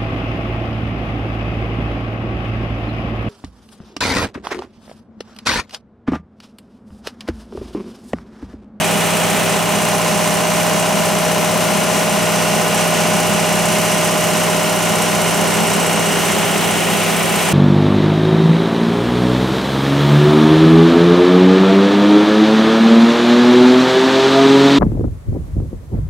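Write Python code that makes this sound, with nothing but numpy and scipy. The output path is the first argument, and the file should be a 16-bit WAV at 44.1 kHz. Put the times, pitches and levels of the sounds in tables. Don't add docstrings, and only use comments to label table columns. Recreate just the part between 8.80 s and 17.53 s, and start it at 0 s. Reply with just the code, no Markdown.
import sys
import numpy as np
from scipy import signal
from scipy.fft import rfft, irfft, next_fast_len
from scipy.io import wavfile

SR = 44100
rng = np.random.default_rng(int(sys.argv[2]) if len(sys.argv) > 2 else 0)


def dump_mix(stems):
    frames = np.atleast_2d(stems).T
    limited = np.clip(frames, -1, 1)
    pcm = np.round(limited * 32767).astype(np.int16)
    wavfile.write(sys.argv[1], SR, pcm)


N = 384904
T = np.arange(N) / SR

# (multiple of the cycle rate [1], level [dB rms])
ENGINE_TONES = [(4, -49.3), (5, -53.6), (7, -38.2), (8, -43.8), (9, -47.3), (10, -39.8), (11, -25.2),
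                (13, -34.1), (14, -40.7), (16, -40.8), (18, -43.1), (20, -41.3), (24, -35.2), (25, -39.3),
                (26, -37.1), (30, -40.3), (32, -40.4), (36, -37.9), (39, -41.4), (40, -25.6), (42, -34.8),
                (43, -37.3), (45, -38.1), (46, -38.6), (48, -36.3), (49, -35.2), (50, -40.0), (51, -39.0),
                (53, -39.8), (56, -40.5), (60, -38.5), (64, -37.4), (66, -35.3), (67, -36.9), (69, -39.6),
                (70, -39.8), (78, -39.2), (84, -39.7), (93, -38.2), (96, -39.6), (184, -37.3), (192, -41.2)]
# (frequency [Hz], spectral level [dB per Hz])
BLOCK_RING = [(120, -84), (280, -58), (480, -58), (720, -58), (1040, -56.5), (1110, -57.5), (1350, -57.5),
              (1620, -62.5), (2000, -59.5), (2650, -59), (2920, -56.5), (3350, -66), (6000, -68),
              (15000, -89)]
# (frequency [Hz], side minus mid [dB])
DIFFUSENESS = [(40, -7), (130, -11), (300, -7.5), (700, -3.5), (2500, -11), (5000, -9), (7300, -6),
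               (10000, -11), (13000, -17.5), (15500, -30)]
# (time [s], closeness [0-1])
CLOSENESS = [(0, 0.8), (.55, 0.8), (1.2, 0), (6.2, 0.07), (7.2, 0.2), (7.8, 0.86), (8.73, 0.9)]
CYCLE_HZ, CREEP_HZ_PER_S = 15.379, .0023


def amp(db):
    return 10 ** (np.asarray(db) / 20)


def curves(table):
    times, *columns = np.transpose(table)
    return [np.interp(T, times, column) for column in columns]


def swell(db):
    return amp(db - db.mean())


def at(points, hz):
    f, value = np.transpose(points)
    return np.interp(np.log(hz + 1), np.log(f), value)


def shape(x, response):
    size = next_fast_len(N + 4096)
    hz = np.arange(size // 2 + 1) * SR / size
    return irfft(rfft(x, size) * response(hz), size)[..., :N]


def walk(rate):
    draws = rng.standard_normal(int(N / SR * rate) + 3)
    knots = signal.resample_poly(draws, up=8, down=1)
    return np.interp(T * rate * 8, np.arange(len(knots)), knots)


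def spread(hz):
    return np.array([np.ones_like(hz), amp(at(DIFFUSENESS, hz))])


def noise(colour):
    white = rng.standard_normal((2, N))
    return shape(white, lambda hz: amp(at(colour, hz)) * np.sqrt(SR / 2) * spread(hz))


def passing(when, half_length, db):
    return db * np.exp(-((T - when) / half_length) ** 2)


def standing(close_db, *spot):
    gain = amp(close_db * curves(CLOSENESS)[0] + passing(*spot))
    return gain / np.sqrt(np.mean(gain ** 2))


def bursts(cycle, blows, rise):
    power = 0
    for place, db, decay in blows:
        age = (cycle - place) % 1
        pulse = amp(db) * (1 - np.exp(-age / rise)) * np.exp(-age / decay)
        power = power + pulse ** 2
    return np.sqrt(power / power.mean())


def air(rush_db, hiss_db, flicker_db=0.5, hiss_flicker_db=0.68, top_flicker_db=1.0, split_hz=10500):
    # (frequency [Hz], spectral level [dB per Hz])
    duct_colour = [(20, -84), (50, -80), (80, -68.5), (100, -58.5), (165, -56), (212, -47.5), (250, -53.5),
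                   (345, -59.5), (425, -55.5), (475, -53), (650, -54.5), (1020, -57.5), (1150, -61),
                   (2500, -90)]
    # (frequency [Hz], spectral level [dB per Hz])
    louvre_colour = [(700, -72.5), (1500, -61.5), (2000, -60.5), (2850, -61), (3600, -66.5), (4700, -69),
                     (6000, -61.5), (7000, -65.5), (9000, -64.5), (11000, -69.5), (13500, -71.5),
                     (15700, -81)]
    rush = noise(duct_colour) * swell(rush_db) * amp(flicker_db * walk(12))
    hiss = noise(louvre_colour)
    low = shape(hiss, lambda hz: 1 / (1 + (hz / split_hz) ** 8))
    top = hiss - low
    low_hiss = low * swell(hiss_db) * amp(hiss_flicker_db * walk(14))
    return rush + low_hiss + top * amp(top_flicker_db * walk(28))


def fan(cycle, unsteady_db=1.6, drift_db=0.3):
    # (multiple of the blade rate [1], level before unsteadiness and panel [dB rms],
    #  change close to the panel [dB], spot passed at [s], half-length [s], change there [dB])
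    blade_tones = [(1, -32, 1.2, 8.7, .5, -12), (2, -36.3, 3, 7.1, .7, 7.1), (4, -32.4, -.5, 4.2, .4, 3)]
    blades_per_cycle = 13.325
    blade = blades_per_cycle * cycle + .025 * walk(2) + .01 * walk(14)
    out = 0
    for order, db, *path in blade_tones:
        drift = drift_db * walk(1.96)
        unsteady = unsteady_db * (0.54 * walk(5.9) + 0.37 * walk(16))
        gain = standing(*path) * amp(db + drift + unsteady)
        out = out + np.sqrt(2) * gain * np.cos(2 * np.pi * (order * blade + rng.random()))
    return out * np.array([[1], [0]])


def ticks(cycle, uneven_db=1.05, grain_db=2.0, ring_hz=8020, ring_width_hz=70):
    # (place in the cycle [0-1], relative strength [dB], decay [cycles])
    gear_blows = [(.155, 2.5, 0.095), (.69, 3.5, 0.19)]
    # (frequency [Hz], spectral level [dB per Hz])
    gear_colour = [(2500, -97), (5000, -74), (7200, -67), (8500, -64), (10000, -67), (12000, -74),
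                   (15700, -83)]
    # (time [s], gain [dB])
    openness = [(0, -4), (.5, -2), (3, -5.5), (5, -1.5), (8.73, -3.5)]
    # (passed at [s], half-length [s], rise there [dB])
    ring_spot = (7.05, .65, 20.6)
    ring_db = -53
    envelope = bursts(cycle, gear_blows, rise=.003)
    grit = amp(grain_db * walk(1500) + uneven_db * walk(24))
    grit = grit / np.sqrt(np.mean(grit ** 2))
    tick = noise(gear_colour) * grit * amp(curves(openness)[0])
    white = rng.standard_normal((2, N))
    ring = shape(white, lambda hz: spread(hz) / (1 + ((hz - ring_hz) / ring_width_hz) ** 2))
    ring = ring / ring[0].std() * amp(ring_db + passing(*ring_spot))
    return tick * envelope + ring * np.sqrt(envelope)


def firing(cycle, decay=0.54, rise=0.014):
    # (place in the cycle [0-1], relative strength [dB])
    cylinders = [(0.128, 5), (0.368, 4), (0.623, 2.5), (0.878, 0)]
    return bursts(cycle, [(place, db, decay) for place, db in cylinders], rise)


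def knock_lines(size=8192):
    one_cycle = rng.standard_normal((2, size)) * firing(np.arange(size) / size)
    return rfft(one_cycle) / np.sqrt(size)


def knock(cycle, lines, drift=0.59, count=3):
    hz = np.arange(lines.shape[1]) * CYCLE_HZ
    size = 2 * (len(hz) - 1)
    gain = amp(at(BLOCK_RING, hz)) * np.sqrt(CYCLE_HZ / 2) * size * spread(hz)
    gain[:, [0] + [round(order) for order, _ in ENGINE_TONES]] = 0
    paths = [(lines, np.ones(N))]
    paths += [(knock_lines(), drift * walk(0.457)) for _ in range(count)]
    out, place = 0, cycle % 1 * size
    for path, weight in paths:
        path = path / np.where(hz < 1300, np.abs(path), 1)
        waves = irfft(path * gain)
        played = [np.interp(place, np.arange(size + 1), np.append(wave, wave[0])) for wave in waves]
        out = out + weight * np.array(played)
    return out / np.sqrt(sum(weight ** 2 for _, weight in paths))


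def block(cycle, lines, knock_db, scatter_db=-10, uneven_db=2.5, split_hz=1200):
    scatter = amp(scatter_db + uneven_db * walk(50)) * firing(cycle) * noise(BLOCK_RING)
    sound = knock(cycle, lines) + scatter
    low = shape(sound, lambda hz: 1 / (1 + (hz / split_hz) ** 6))
    return sound + low * (swell(knock_db) - 1)


def hum(cycle, lines, knock_db, waver_db=1.7, standing_waver_db=0.9, boom_waver_db=0.3, side_db=-4):
    # (multiple of the cycle rate [1],
    #  change close to the panel [dB], spot passed at [s], half-length [s], change there [dB])
    nodes_and_crests = [(11, -.8, 4.5, .7, 1.4), (24, 1.2, 0, 2.6, -12.3), (40, -3.4, 8.7, 2, -9.4),
                        (66, -1.4, 1.7, .4, -3.2), (67, -9, 6.3, 1.4, -3.7), (84, .5, .45, .35, 5.5),
                        (184, -9, 7.5, .7, 5.9)]
    out = np.zeros((2, N))
    moving = {order: standing(*path) for order, *path in nodes_and_crests}
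    for order, db in ENGINE_TONES:
        hz = order * CYCLE_HZ
        boom, knocking = hz < 190, 600 < hz < 1100
        if boom:
            depth_db = boom_waver_db
        elif order in moving:
            depth_db = standing_waver_db
        else:
            depth_db = waver_db
        waver = amp(walk(0.914) * depth_db)
        gain = amp(db) * waver * moving.get(order, swell(knocking * knock_db))
        phase = 2 * np.pi * order * cycle + np.angle(lines[:, order, None])
        side = amp(at(DIFFUSENESS, hz) + side_db) * (not boom and order not in moving)
        out += np.sqrt(2) * gain * np.cos(phase) * np.array([[1], [side]])
    return out


def panel(sound):
    # (frequency [Hz], gain [dB])
    reflection = [(160, -0.5), (230, 0.5), (400, .5), (650, 0), (1150, -1), (1700, 2), (2450, 2),
                  (2850, 0.8), (3350, 3.5), (4300, -0.5), (5700, -2), (8400, 1), (12000, -.5), (14000, 2)]
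    reflected = shape(sound, lambda hz: amp(at(reflection, hz)) - 1)
    return sound + curves(CLOSENESS)[0] * reflected


def scene():
    # (passed at [s], half-length [s], rise there [dB])
    knock_spot, rush_spot, hiss_spot = (2.3, 1.7, 1.5), (7.7, 1.7, 1.4), (4.8, 1.3, 1.1)
    # (time [s], half-length [s], left minus right [dB])
    swing = (2.8, 0.56, 1.5)
    aim_db = -1.36
    cycle = np.cumsum(CYCLE_HZ + CREEP_HZ_PER_S * T) / SR
    cycle = cycle + 0.00016 * walk(13) + 0.00059 * walk(1.5)
    knock_db = passing(*knock_spot)
    lines = knock_lines()
    engine = hum(cycle, lines, knock_db) + block(cycle, lines, knock_db) + ticks(cycle)
    cooling = fan(cycle) + air(passing(*rush_spot), passing(*hiss_spot))
    mid, side = panel(engine + cooling)
    balance_db = (aim_db + passing(*swing)) * np.array([[1], [-1]]) / 2
    return np.array([mid + side, mid - side]) * amp(balance_db)


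def record(dry):
    # (frequency [Hz], lead [rad])
    port_lead = [(20, .4), (60, .52), (110, 0.81), (200, 0.8), (400, 0.88), (620, 0.3), (1000, 0),
                 (2800, 0.23), (5500, 0.11), (8000, .02), (15000, 0)]
    # (frequency [Hz], left minus right [dB])
    port_balance = [(60, 1.5), (170, 2.3), (400, 0.5), (700, -0.8), (2000, 0.7), (4500, 1.7), (9000, 1)]
    top_hz = 15750
    sign = np.array([[1], [-1]]) / 2

    def port_response(hz):
        return amp(sign * at(port_balance, hz)) * (1 + 2j * sign * np.tan(at(port_lead, hz) / 2))

    ports = shape(dry, port_response)
    return signal.sosfilt(signal.ellip(12, .1, 80, top_hz, fs=SR, output="sos"), ports)


dry = scene()
out = record(dry)
dump_mix(out)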